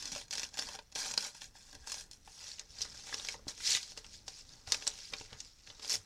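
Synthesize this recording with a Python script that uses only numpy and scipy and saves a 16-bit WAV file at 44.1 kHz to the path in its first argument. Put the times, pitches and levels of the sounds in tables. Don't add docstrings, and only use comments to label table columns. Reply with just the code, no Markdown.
import sys
import numpy as np
from scipy import signal
from scipy.fft import rfft, irfft
from scipy.io import wavfile
from scipy.ndimage import uniform_filter1d

SR = 44100
rng = np.random.default_rng(int(sys.argv[2]) if len(sys.argv) > 2 else 0)


def to_linear_factor(level_db):
    exponent = np.asarray(level_db, float) / 20
    return 10 ** exponent


def bounce(signal):
    frames = np.transpose(np.atleast_2d(signal))
    limited = np.clip(frames, -1, 1)
    pcm = np.round(limited * 32767).astype(np.int16)
    wavfile.write(sys.argv[1], SR, pcm)


N = 266805


def evened(x):
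    return x / np.sqrt(np.mean(x ** 2, axis=-1, keepdims=True) + 1e-20)


def read(points, hz):
    f, value = np.transpose(points)
    return np.interp(np.log(hz + 1), np.log(f + 1), value)


def causal(gain, size=2048):
    mirrored = np.r_[gain, gain[-2:0:-1]]
    log_gain = np.log(np.maximum(mirrored, 1e-5))
    return np.fft.ifft(np.exp(np.conj(signal.hilbert(log_gain)))).real[:size]


BAND_EDGES = (2000, 4300, 7600)
# f/Hz, level/dB
PAPER_COLOUR = [(90, -38.5), (200, -16), (500, -11), (1200, -11), (3000, -7.5), (4400, -6), (5500, -8),
                (6600, -8.5), (8500, -16.5), (12000, -32), (16000, -45.5)]


def paper_bands():
    hz = np.fft.rfftfreq(4096, 1 / SR)
    lowpasses = [1 / (1 + (hz / edge) ** 6) for edge in BAND_EDGES]
    shares = np.abs(np.diff([0 * hz] + lowpasses + [1 + 0 * hz], axis=0))
    colour = to_linear_factor(read(PAPER_COLOUR, hz))
    bands = np.array([causal(colour * np.sqrt(share)) for share in shares])
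    return bands / np.linalg.norm(bands, axis=1, keepdims=True)


# t/s, hold/s, fizz level/dB, flex level above fizz/dB
SHARP_PULLS = [(0.0, 0.09497, -50, -8.5), (0.12, 0.084, -48, -12), (0.319, 0.12, -46.5, -8.5),
               (0.582, 0.055, -47, -7), (0.66, 0.092, -51.5, -5), (0.965, 0.11, -41.5, -8.5),
               (1.188, 0.088, -46, -8), (1.35, 0.025, -55, -10.5), (1.413, 0.02738, -51, -11),
               (1.55, 0.16, -61, -9.5), (1.872, 0.1309, -50, -10), (2.12, 0.025, -63, -14),
               (2.26, 0.11, -64, -12), (2.703, 0.064, -60, -16), (5.823, 0.023, -52.5, -6),
               (2.591, 0.0145, -59, -3), (3.483, 0.0081, -44, -10), (3.973, 0.00607, -52.5, -6),
               (4.271, 0.05208, -57, -13.5), (4.674, 0.042, -48, -7.5), (4.727, 0.01523, -41, -6.5),
               (4.869, 0.0089, -44.5, -10), (5.668, 0.043, -58.5, -7.5)]
PULL_RISE_S, PULL_FALL_S = 0.015, 0.064
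PULL_BODY_DB, PULL_AIR_DB = -5.5, -5.5
# peak t/s, fizz level/dB, rise/s and fall/s for 20 dB, flex level above fizz/dB
SOFT_RUBS = [(0.55, -52.5, 0.051, 0.2759, -8.5), (1.1, -45, 0.0439, 0.12, -7),
             (1.746, -63, 0.101, 0.3447, -5.5), (2.4, -54.5, 0.17, 0.4, -11.5),
             (2.49, -47.5, 0.15, 0.13, -15), (2.815, -47.5, 0.11, 0.2, -9.5), (2.87, -64, 0.07, 1.5, -2),
             (2.99, -51, 0.16, 0.4, -18), (3.8, -46, 0.058, 0.17, -17.5), (3.91, -53, 0.12, 0.06, -17),
             (4.049, -60, 0.075, 0.2, -9), (4.145, -50, 0.06195, 0.08, -27.5),
             (4.39, -51.5, 0.15, 0.07, -17), (4.522, -58.5, 0.218, 0.3, -9.5), (4.84, -51, 0.2, 0.31, -8.5),
             (5.139, -53.5, 0.0498, 0.1176, -1.5), (5.33, -57.5, 0.14, 0.13, -3),
             (5.384, -54, 0.036, 0.1175, -17.5), (5.447, -56.5, 0.0418, 0.1473, -15),
             (5.6, -64.5, 0.11, 0.5, -25), (5.79, -60.5, 0.2226, 0.6, -5.5),
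             (5.85, -47.5, 0.03, 0.1894, -10), (1.845, -63.5, 0.05, 0.25, 2.5)]
RUB_BODY_DB, RUB_AIR_DB = -8.5, -8
# full t/s, hold/s, fizz level/dB, rise/s for 20 dB (sign ignored),
# flex level above fizz/dB
AIR_SWELLS = [
    (3.07, 0.27, -48.5, -0.05, -10.5),
    (3.683, 0.081, -32, 0.09, -21),
    (4.941, 0.13, -54.5, 0.08, -19),
    (5.091, 0.17, -54.5, -0.3, -22.5),
    (5.896, 0.051, -36.5, 0.0033, -12),
]
SWELL_FALL_S, SWELL_BODY_DB, SWELL_AIR_DB = 0.038, -5, -7
REST_DB = -80.5
# t/s, level/dB
AIR_DRIFT = [(0, 0), (1.3, 2.5), (1.6, 2), (2.3, 6.5), (2.55, -2), (3.5, 1), (4.6, -0.5), (4.95, 0),
             (5.75, -4.5), (5.9, 5.5)]


def effort():
    t = np.arange(0, N / SR, 1 / 1000)
    strokes = [(s, hold, db, PULL_RISE_S, PULL_FALL_S, flex, PULL_BODY_DB, PULL_AIR_DB)
               for s, hold, db, flex in SHARP_PULLS]
    strokes += [(s, 0, db, rise, fall, flex, RUB_BODY_DB, RUB_AIR_DB)
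                for s, db, rise, fall, flex in SOFT_RUBS]
    strokes += [(s, hold, db, rise, SWELL_FALL_S, flex, SWELL_BODY_DB, SWELL_AIR_DB)
                for s, hold, db, rise, flex in AIR_SWELLS]
    power = to_linear_factor(2 * (REST_DB + np.array([[-8], [RUB_BODY_DB], [0], [-6]]))) + 0 * t
    for s, hold, db, rise, fall, flex, body, air in strokes:
        rising_db = -20 * np.maximum(s - t, 0) / abs(rise)
        falling_db = -20 * np.maximum(t - s - abs(hold), 0) / abs(fall)
        level = db + rising_db + falling_db
        power += to_linear_factor(2 * (level + np.array([[flex], [body], [0], [air]])))
    power[-1] *= to_linear_factor(2 * np.interp(t, *np.transpose(AIR_DRIFT)))
    return t, 10 * np.log10(power)


def clicks(per_s, spread_db):
    breaks = rng.random(N) < per_s / SR
    size = to_linear_factor(spread_db * np.minimum(rng.exponential(1, N), 4)) * breaks
    spread = signal.lfilter([1], [1, -.9], size)
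    return evened(spread * rng.standard_normal(N))


WHISPER_HZ, WHISPER_WIDTH_HZ, WHISPER_DB = 5350, 1000, -15


def rustle(bands, s, levels, tear_db=0.0, slide_db=-0.86, patchy_db=2.5, own=0.69):
    t = np.arange(N) / SR
    fizz_db = np.interp(t, s, levels[2])
    pull = np.clip((fizz_db + 56) / 12, 0, 1)
    lumps = uniform_filter1d(rng.standard_normal(N), size=120)
    lumps = evened(uniform_filter1d(lumps, size=120))
    clumps = to_linear_factor((slide_db + (tear_db - slide_db) * pull) * np.clip(lumps, -3, 2))
    shared, out = clicks(2000, 1.6), np.zeros(N)
    for band, db in zip(bands, levels):
        drive = evened(clumps * (shared + own * clicks(3000, 1.0)))
        out += signal.oaconvolve(drive * to_linear_factor(np.interp(t, s, db)), band)[:N]
    whisper = signal.filtfilt(*signal.iirpeak(WHISPER_HZ, WHISPER_HZ / WHISPER_WIDTH_HZ, fs=SR), drive)
    out += evened(whisper) * (1 - pull) * to_linear_factor(WHISPER_DB + fizz_db)
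    z = signal.stft(out, nperseg=256)[2]
    patches = uniform_filter1d(rng.standard_normal(z.shape), size=4, axis=0)
    patches = uniform_filter1d(patches, size=4, axis=1)
    patch_gain = to_linear_factor(patchy_db * (patches / patches.std() - patchy_db / 9))
    return signal.istft(z * patch_gain, nperseg=256)[1][:N]


SLIPS_PER_S = 12
SLIP_DB, SLIP_SPREAD_DB, SLIP_FLEX_DB = -3, 8, -21.5


def slips(s, levels):
    when, size, bend = rng.random((round(SLIPS_PER_S * s[-1]), 3)).T
    when = when * s[-1]
    fizz_db = np.interp(when, s, levels[2]) + SLIP_DB - SLIP_SPREAD_DB * size
    return list(zip(when, fizz_db, SLIP_FLEX_DB + 16 * (bend - .5)))


# t/s, fizz
# level/dB, flex level above fizz/dB
FIBRE_SNAPS = [(0.025, -38.5, -17), (0.0551, -35, -18), (0.1185, -38, -14), (0.1286, -37, -12),
               (0.161, -38, -6), (0.213, -47, -5.5), (0.309, -34.5, -16), (0.3281, -33.5, -14.5),
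               (0.353, -35, -14), (0.38, -35, -6.5), (0.3955, -35.5, -12), (0.432, -34, -9.5),
               (0.5409, -43.5, -10), (0.5721, -39, -7), (0.5902, -30, -8.5), (0.6224, -36, -7),
               (0.688, -38.5, -6), (0.7514, -41.5, -3), (0.7892, -48.5, 5), (0.9238, -48, -11.5),
               (0.9519, -38.5, -24), (1.0027, -38.5, -12), (1.0589, -39.5, -2), (1.112, -36.5, -10),
               (1.1385, -33, -12.5), (1.1764, -28.5, -7), (1.206, -42, -17), (1.2254, -38, -21),
               (1.246, -41, -19), (1.268, -44, -17),
               (0.075, -41, -19), (0.15, -39, -9), (0.1788, -42.5, -8), (0.2814, -54.5, -13.5),
               (0.3344, -35, -14), (0.4178, -40.5, -11), (0.489, -51.5, -20), (0.58, -38, -12),
               (0.734, -48, -13), (0.9181, -56, -16.5), (0.9582, -34, -5.5), (1.088, -56, -16),
               (1.171, -49, -16), (1.746, -53, -9.5), (1.897, -39.5, -11), (1.942, -39, -11),
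               (2.9562, -52, -23.5), (3.5776, -47.5, -10), (2.249, -61.5, -24.5), (4.814, -52, -6),
               (5.199, -48, -12), (5.829, -53, -19.5), (5.8548, -54.5, -14), (5.878, -43, -25)]
# t/s, fizz level/dB, flex
# and body level above fizz/dB
CREASE_SNAPS = [(1.349, -48.5, -4.5, -1), (1.4177, -41, -8.5, 1.5), (1.4424, -46, -34.5, -8.5),
                (1.7286, -48.5, -7.5, -6.5), (1.751, -45.5, -6.5, -5), (1.873, -39, -6.5, -5.5),
                (1.9191, -34, -10.5, -6.5), (1.981, -48, -34.5, -9), (2.0088, -44, -15, -6),
                (2.1123, -45, -17, -6), (2.131, -53, -30, -17.5), (2.2762, -53.5, 3, 5),
                (2.489, -55, -41.5, -13.5), (2.514, -52, -30.5, -1), (2.5837, -55, -7, 6.5),
                (2.595, -36.5, -46, -10), (2.808, -41.5, -10, -18), (2.783, -49, -8, -11),
                (2.851, -45, -2, -4), (2.945, -49.5, -5, -3.5), (2.991, -59, -19.5, -4),
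                (3.1257, -49.5, 6, -14), (3.1415, -35, -7, 3), (3.1955, -54.5, 5.5, 9.5),
                (3.2481, -41, -9, -18.5), (3.2865, -31.5, -12.5, 1), (3.3271, -59, -25, -11.5),
                (3.4817, -36.5, -31.5, -10), (3.603, -50, 0, -25),
                (3.6463, -44, -45, -10), (3.669, -39, -21, -15.5), (3.7494, -39.5, -8, 8),
              (3.7709, -40, -4, 7), (3.8297, -41, -18, -30), (3.9, -52.5, -26, -16),
              (3.9189, -49.5, -8, -22.5), (3.9749, -39, -7.5, -1.5), (4.0444, -55.5, -1, 8.5),
              (4.0647, -48.5, -15, -6), (4.2807, -37.5, -12, -14), (4.674, -49, -11.5, 4),
              (4.7212, -19.5, -17, -6), (4.7448, -32.5, -11.5, 2), (4.823, -45, -4, 4.5),
              (4.8687, -31, -12, -15.5), (4.876, -28.5, -15, -10), (4.9872, -45.5, -10.5, -14),
              (5.135, -42, 2, 7), (5.212, -51, 0, 7), (5.3292, -49.5, 0, 6.5), (5.4033, -37.5, -27.5, -9),
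              (5.6729, -57, -13.5, 9), (5.701, -53, 1, 9.5), (5.7956, -49.5, -2.5, 3.5),
              (5.8464, -46.5, -2.5, 4), (5.888, -41, -32, -12)]
SNAP_MS = 5.5
SNAP_BODY_DB, BODY_PER_FLEX = 4, 0.64
AIR_PER_FLEX = 0.0012


def snaps(bands, s, levels, rise_ms=0.4481, air_db=-9, air_ms=7):
    fibres = FIBRE_SNAPS + slips(s, levels)
    events = CREASE_SNAPS
    events = events + [(*row, SNAP_BODY_DB + BODY_PER_FLEX * row[-1]) for row in fibres]
    t, out = np.arange(900) / SR, np.zeros(N + 3000)
    shape = (1 - np.exp(-t * 1000 / rise_ms)) * np.exp(-t * 1800 / SNAP_MS)
    noises = rng.standard_normal((len(events), 2, len(t)))
    for (at, fizz_db, flex_db, body_db), (noise, lumps) in zip(events, noises):
        flurry = noise * to_linear_factor(2.2 * evened(uniform_filter1d(lumps, size=24))) * shape
        flurry[4] -= np.clip((fizz_db + 52) / 4, 3.5, 9)
        parts = signal.fftconvolve(flurry[None], bands, axes=1)
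        parts[-1] *= np.exp(-np.arange(parts.shape[1]) * 1000 / SR / air_ms)
        parts /= np.sqrt(np.mean(parts[:, :200] ** 2, axis=1, keepdims=True))
        drift_db = np.interp(at, *np.transpose(AIR_DRIFT))
        top_db = air_db + drift_db + AIR_PER_FLEX * (flex_db + 5.0)
        snap = to_linear_factor(fizz_db + np.array([flex_db, body_db, 0, top_db])) @ parts
        out[round(at * SR):][:len(snap)] += snap
    return out[:N]


# t/s, peak level/dB,
# f/Hz
BUCKLES = [(0.0765, -38, 5046), (0.0786, -38, 4800), (0.0824, -37, 5342), (0.1014, -38.5, 5050),
           (0.1197, -41, 5574), (0.1245, -30, 5665), (0.1519, -35.5, 6490), (0.165, -35, 2900),
           (0.1713, -34.5, 6390), (0.18, -35, 6488), (0.2137, -43, 5089), (0.2167, -41, 5510),
           (0.3094, -30, 5000), (0.3295, -27.5, 2770), (0.3755, -26, 5400), (0.3815, -30, 5230),
           (0.3853, -34, 4395), (0.396, -24, 5700), (0.4371, -29, 5643), (0.4419, -27.5, 5558),
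           (0.4512, -32, 2989), (0.5948, -19.5, 4840), (0.5982, -32, 5209), (0.6166, -31, 5640),
           (0.6311, -33, 5436), (0.6532, -40, 4781), (0.6708, -32, 4666), (0.7316, -38, 5932),
           (0.7345, -39.5, 4308), (0.7592, -35, 5400), (0.9567, -27, 5852), (0.9636, -31, 5600),
           (0.9718, -36.5, 5620), (0.9771, -40, 4780), (1.0044, -41, 4537), (1.0235, -41.5, 4770),
           (1.0289, -37.5, 4648), (1.0305, -32, 6260), (1.0636, -30, 6062), (1.0709, -33, 6300),
           (1.088, -36, 6427), (1.103, -34, 6900), (1.1129, -29, 6200), (1.1178, -27, 7365),
           (1.1207, -34.5, 4763), (1.2075, -32, 5170), (1.2099, -33, 5000), (1.232, -32, 5580),
           (1.2433, -29, 7000), (1.248, -32, 5700), (1.2613, -42, 5693), (1.2707, -39, 3919),
           (1.8822, -33, 6500), (1.8994, -44, 5970), (1.927, -29, 5160), (1.944, -33, 5488),
           (1.9833, -40.5, 4853), (1.985, -39, 5419), (1.987, -38, 6798), (2.0102, -37, 5700),
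           (2.787, -37, 4700), (2.7879, -35, 5008), (2.8095, -36, 5270), (2.812, -30.5, 4966),
               (2.8178, -20.5, 5800), (2.8209, -22.5, 4880), (2.8237, -21.5, 5000), (2.8252, -23, 5200),
               (2.8276, -29, 5230), (2.8353, -30, 5000), (2.848, -35, 5073), (3.6192, -34, 5587),
               (3.648, -30, 4200), (3.6522, -28, 5395), (3.6551, -25, 5500), (3.6647, -24, 4890),
               (3.6696, -27, 5117), (3.6729, -29, 5060), (3.677, -23.5, 3320), (3.681, -40, 5727),
               (3.683, -35, 6230), (3.6859, -35, 5720), (3.693, -26, 5470), (3.7001, -26.5, 6580),
               (3.7074, -16, 4904), (3.7161, -21, 5730), (3.7182, -23, 5930), (3.721, -16, 4500),
               (3.7241, -20, 4449), (3.73, -24, 4100), (3.732, -24, 6355), (3.7389, -24, 7100),
               (3.7421, -35.5, 5590), (3.75, -13, 3880), (3.757, -35, 4300), (3.753, -26, 4350),
               (3.7676, -28, 4709), (3.7727, -23, 3160), (3.7877, -34, 5560), (5.827, -35, 4800),
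               (5.8305, -34, 5029), (5.8414, -33, 4802), (5.8476, -33.5, 5100), (5.8567, -33.5, 5171),
               (5.8775, -36, 5559), (5.8789, -33.5, 5760), (5.8965, -22.5, 5400), (5.9028, -19, 6600),
               (5.9062, -22, 5370), (5.9125, -26, 5266), (5.9142, -28, 6295), (5.9193, -27.5, 5489),
               (5.921, -24, 5569), (5.9295, -32, 5843), (5.9318, -36.5, 5736), (5.9391, -25, 5350),
               (5.9408, -23, 5420), (5.9438, -25, 6400), (5.9485, -24, 6340), (5.955, -22.5, 5430),
           (2.4417, -49, 5460), (2.462, -38, 5503), (2.4812, -35.5, 4805), (2.484, -40, 5602),
                  (2.4893, -40, 5573), (2.517, -30.5, 4500), (2.9266, -41, 5239), (2.956, -42, 5700),
                  (2.977, -38, 5033), (3.0703, -49, 5450), (3.133, -38, 5400), (3.1443, -24.5, 5400),
                  (3.181, -36, 5800), (3.186, -36, 5500), (3.1986, -27, 3728), (3.2445, -40, 6225),
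                  (3.2515, -30.5, 6276), (3.2723, -29, 4700), (3.2909, -29, 2420), (3.296, -28, 5200),
                  (3.316, -37, 5350), (3.3196, -41.5, 5535), (3.324, -33, 5570), (3.3284, -46, 5416),
                  (3.3425, -42, 2982), (4.7593, -36, 5326), (4.7685, -34, 4926), (4.881, -41, 5706),
                  (4.8859, -41, 5140), (4.903, -32, 5850), (4.955, -40, 5160), (5.09, -41.5, 5450),
                  (5.1242, -40, 4997), (5.183, -40, 5472), (5.1848, -39, 5100), (5.199, -40, 5514)]
# t/s, peak level/dB, f/Hz
AFTER_BUCKLES = [
    (1.1772, -17.5, 4300),
    (1.1787, -15, 4930),
    (1.1795, -22, 4200),
    (5.138, -28.5, 3700),
    (2.114, -45, 5507),
    (2.134, -39, 5387),
    (4.7237, -18, 4980),
    (4.87, -27, 5300),
    (4.8767, -16, 7850),
    (4.878, -18, 7430),
]
POP_RISE_MS, POP_RING_MS, POP_DB = 0.37, 0.8, -5


def pops(bands, rough=0.4441, body=0.17, air=0.47):
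    events = BUCKLES + AFTER_BUCKLES
    t, out = np.arange(160) / SR, np.zeros(N + 800)
    shape = (1 - np.exp(-t * 1000 / POP_RISE_MS)) ** 2 * np.exp(-t * 1000 / POP_RING_MS)
    lead = shape.argmax()
    wide = (body * bands[1] + bands[2] + air * bands[3])[:100]
    for (s, db, hz), noise in zip(events, rng.standard_normal((len(events), len(t)))):
        ring = np.sin(2 * np.pi * hz * t) + rough * np.convolve(noise, wide)[:len(t)]
        out[round(s * SR) - lead:][:len(t)] += to_linear_factor(db + POP_DB) * ring * shape / shape.max()
    return out[:N]


# t/s, peak level/dB, f/Hz, ring/ms
FINGER_TAPS = [(0.16, -36, 580.8, 4), (1.554, -46.5, 820, 1.9), (2.2757, -46, 854, 4.4),
               (3.094, -41, 852.5, 2.335), (3.128, -36, 1706, 4.3), (3.343, -36.5, 910, 2.4),
               (3.351, -44.5, 514, 5.6), (3.393, -47.5, 538.9, 2.845), (3.469, -35.5, 324, 3.9),
               (4.28, -40, 780, 2.565), (4.676, -40.5, 720, 4.1), (5.128, -40.5, 555.1, 1.7),
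               (5.135, -30, 1080, 1.7), (5.1372, -29, 2414, 2.3), (5.211, -38, 409.3, 2.6),
               (5.326, -47, 447, 3.61)]


def taps(rise_ms=0.18):
    t, out = np.arange(1800) / SR, np.zeros(N + 1800)
    for s, db, hz, ring_ms in FINGER_TAPS:
        overtone = 0.63 * np.sin(2 * np.pi * 2.045 * hz * t) * np.exp(-t / 0.0075)
        ring = np.sin(2 * np.pi * hz * t) + overtone
        shape = (1 - np.exp(-t * 1000 / rise_ms)) * np.exp(-t * 1000 / ring_ms)
        out[round(s * SR):][:len(t)] += to_linear_factor(db) * ring * shape
    return out[:N]


# t/s, level/dB, length/ms, f/Hz
TABLE_BUMPS = [(0.019, -58, 45, 286), (0.113, -53, 18, 221.6), (0.639, -60, 11.97, 248),
               (1.03, -59, 57, 203), (1.721, -62.5, 21, 306.3), (0.66, -62.5, 22, 44.94),
               (1.73, -61, 33, 51), (2.701, -61.5, 20, 60), (3.749, -62, 7.66, 100),
               (4.675, -56, 18, 75.75), (5.193, -63, 27, 99.97), (5.32, -60, 15, 120),
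               (5.682, -64.5, 21.87, 100.1), (5.929, -63.5, 31.86, 89.34)]


def bumps(spread=1.4):
    t, out = np.arange(8000) / SR, np.zeros(N + 8000)
    for (s, db, ms, hz), noise in zip(TABLE_BUMPS, rng.standard_normal((len(TABLE_BUMPS), len(t)))):
        u = t * 1000 / ms
        band = signal.butter(1, [hz / spread, hz * spread], "band", fs=SR, output="sos")
        wood = evened(signal.sosfiltfilt(band, noise))
        out[round(s * SR):][:len(t)] += to_linear_factor(db) * np.e * u * np.exp(-u) * wood
    return out[:N]


# t/s, strength/0-1
ECHO_STRENGTH = [(0, .55), (2.1, .55), (2.5, .15), (6.05, .15)]
TABLE_ECHO_MS = 1.19
# f/Hz, width/Hz, level/dB
STANDING_WAVES = [(121, 11, 5.5), (361, 79, -9), (436.4, 60, 9.5), (510, 35.52, -2.5), (596, 31, 3),
                  (658, 114, -9), (1280, 240, 1), (2017, 72, 3.5), (990, 320, -1.5), (5540, 780, 2.5)]


def table(x, dull_hz=3500):
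    n = np.arange(N)
    strength = np.interp(n / SR, *np.transpose(ECHO_STRENGTH))
    dull = signal.lfilter(*signal.butter(1, dull_hz, fs=SR), x)
    wander = 1 + .025 * evened(uniform_filter1d(rng.standard_normal(N), size=3000))
    delay = wander * TABLE_ECHO_MS * SR / 1000 - 2
    echo = strength * np.interp(n - delay, n, dull, left=0)
    hz = np.fft.rfftfreq(4096, 1 / SR)
    standing_db = sum(db / (1 + (2 * (hz - centre_hz) / width) ** 2) for centre_hz, width, db in STANDING_WAVES)
    return signal.oaconvolve(x + echo, causal(to_linear_factor(standing_db)))[:N]


# f/Hz, t60/s
ROOM_DECAY = [(300, 0.17), (1300, 0.096), (4000, 0.074), (12000, 0.062)]
ROOM_DB = -10


def room(x):
    tail = np.zeros(SR // 2)
    at = np.arange(120, len(tail) - 12, 12)
    tail[at + rng.integers(0, 12, len(at))] = rng.choice([-1., 1.], len(at))
    hz, t, z = signal.stft(tail, SR, nperseg=128)
    decay = to_linear_factor(-60 * t / read(ROOM_DECAY, hz)[:, None])
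    tail = signal.istft(z * decay, SR, nperseg=128)[1]
    return signal.fftconvolve(x, tail / np.linalg.norm(tail))[:N]


# f/Hz, level/dB
HUSH_COLOUR = [(8.8, -38), (15, 4), (65, -4), (303, -18.5), (382, -22), (917, -25.5), (1060, -31),
               (1260, -28), (5130, -33.5), (11600, -40), (16000, -43)]
# t/s, level/dB
RUMBLE_SWELL = [(0, 2), (1.2, -1.5), (1.5, 0), (2.5, -1.5), (2.9, 3.5), (4.4, 1.5), (5, 1), (6.05, -1)]
HUSH_DB = -63.5


def hush():
    hz = np.fft.rfftfreq(N, 1 / SR)
    swell_db = 1.5 * evened(uniform_filter1d(rng.standard_normal(N), size=6000))
    swell_db += np.interp(np.arange(N) / SR, *np.transpose(RUMBLE_SWELL))
    both = rfft(rng.standard_normal(N)) * to_linear_factor(read(HUSH_COLOUR, hz))
    rumble = irfft(both * (hz < 1000), N)
    hiss = irfft(both * (hz >= 1000), N)
    return to_linear_factor(HUSH_DB) * (to_linear_factor(swell_db) * rumble + hiss) / np.std(rumble + hiss)


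def scene():
    bands = paper_bands()
    s, levels = effort()
    sheet = rustle(bands, s, levels) + snaps(bands, s, levels) + pops(bands)
    paper = table(sheet + taps() + bumps())
    return (paper + to_linear_factor(ROOM_DB) * room(paper) + hush())[None]


def low_pass(x):
    return signal.sosfilt(signal.butter(12, 16480, fs=SR, output="sos"), x)


def record(dry):
    limited = signal.oaconvolve(dry, signal.firwin(127, 16100, fs=SR)[None], "same")
    return low_pass(limited)


dry = scene()
out = record(dry)
bounce(out)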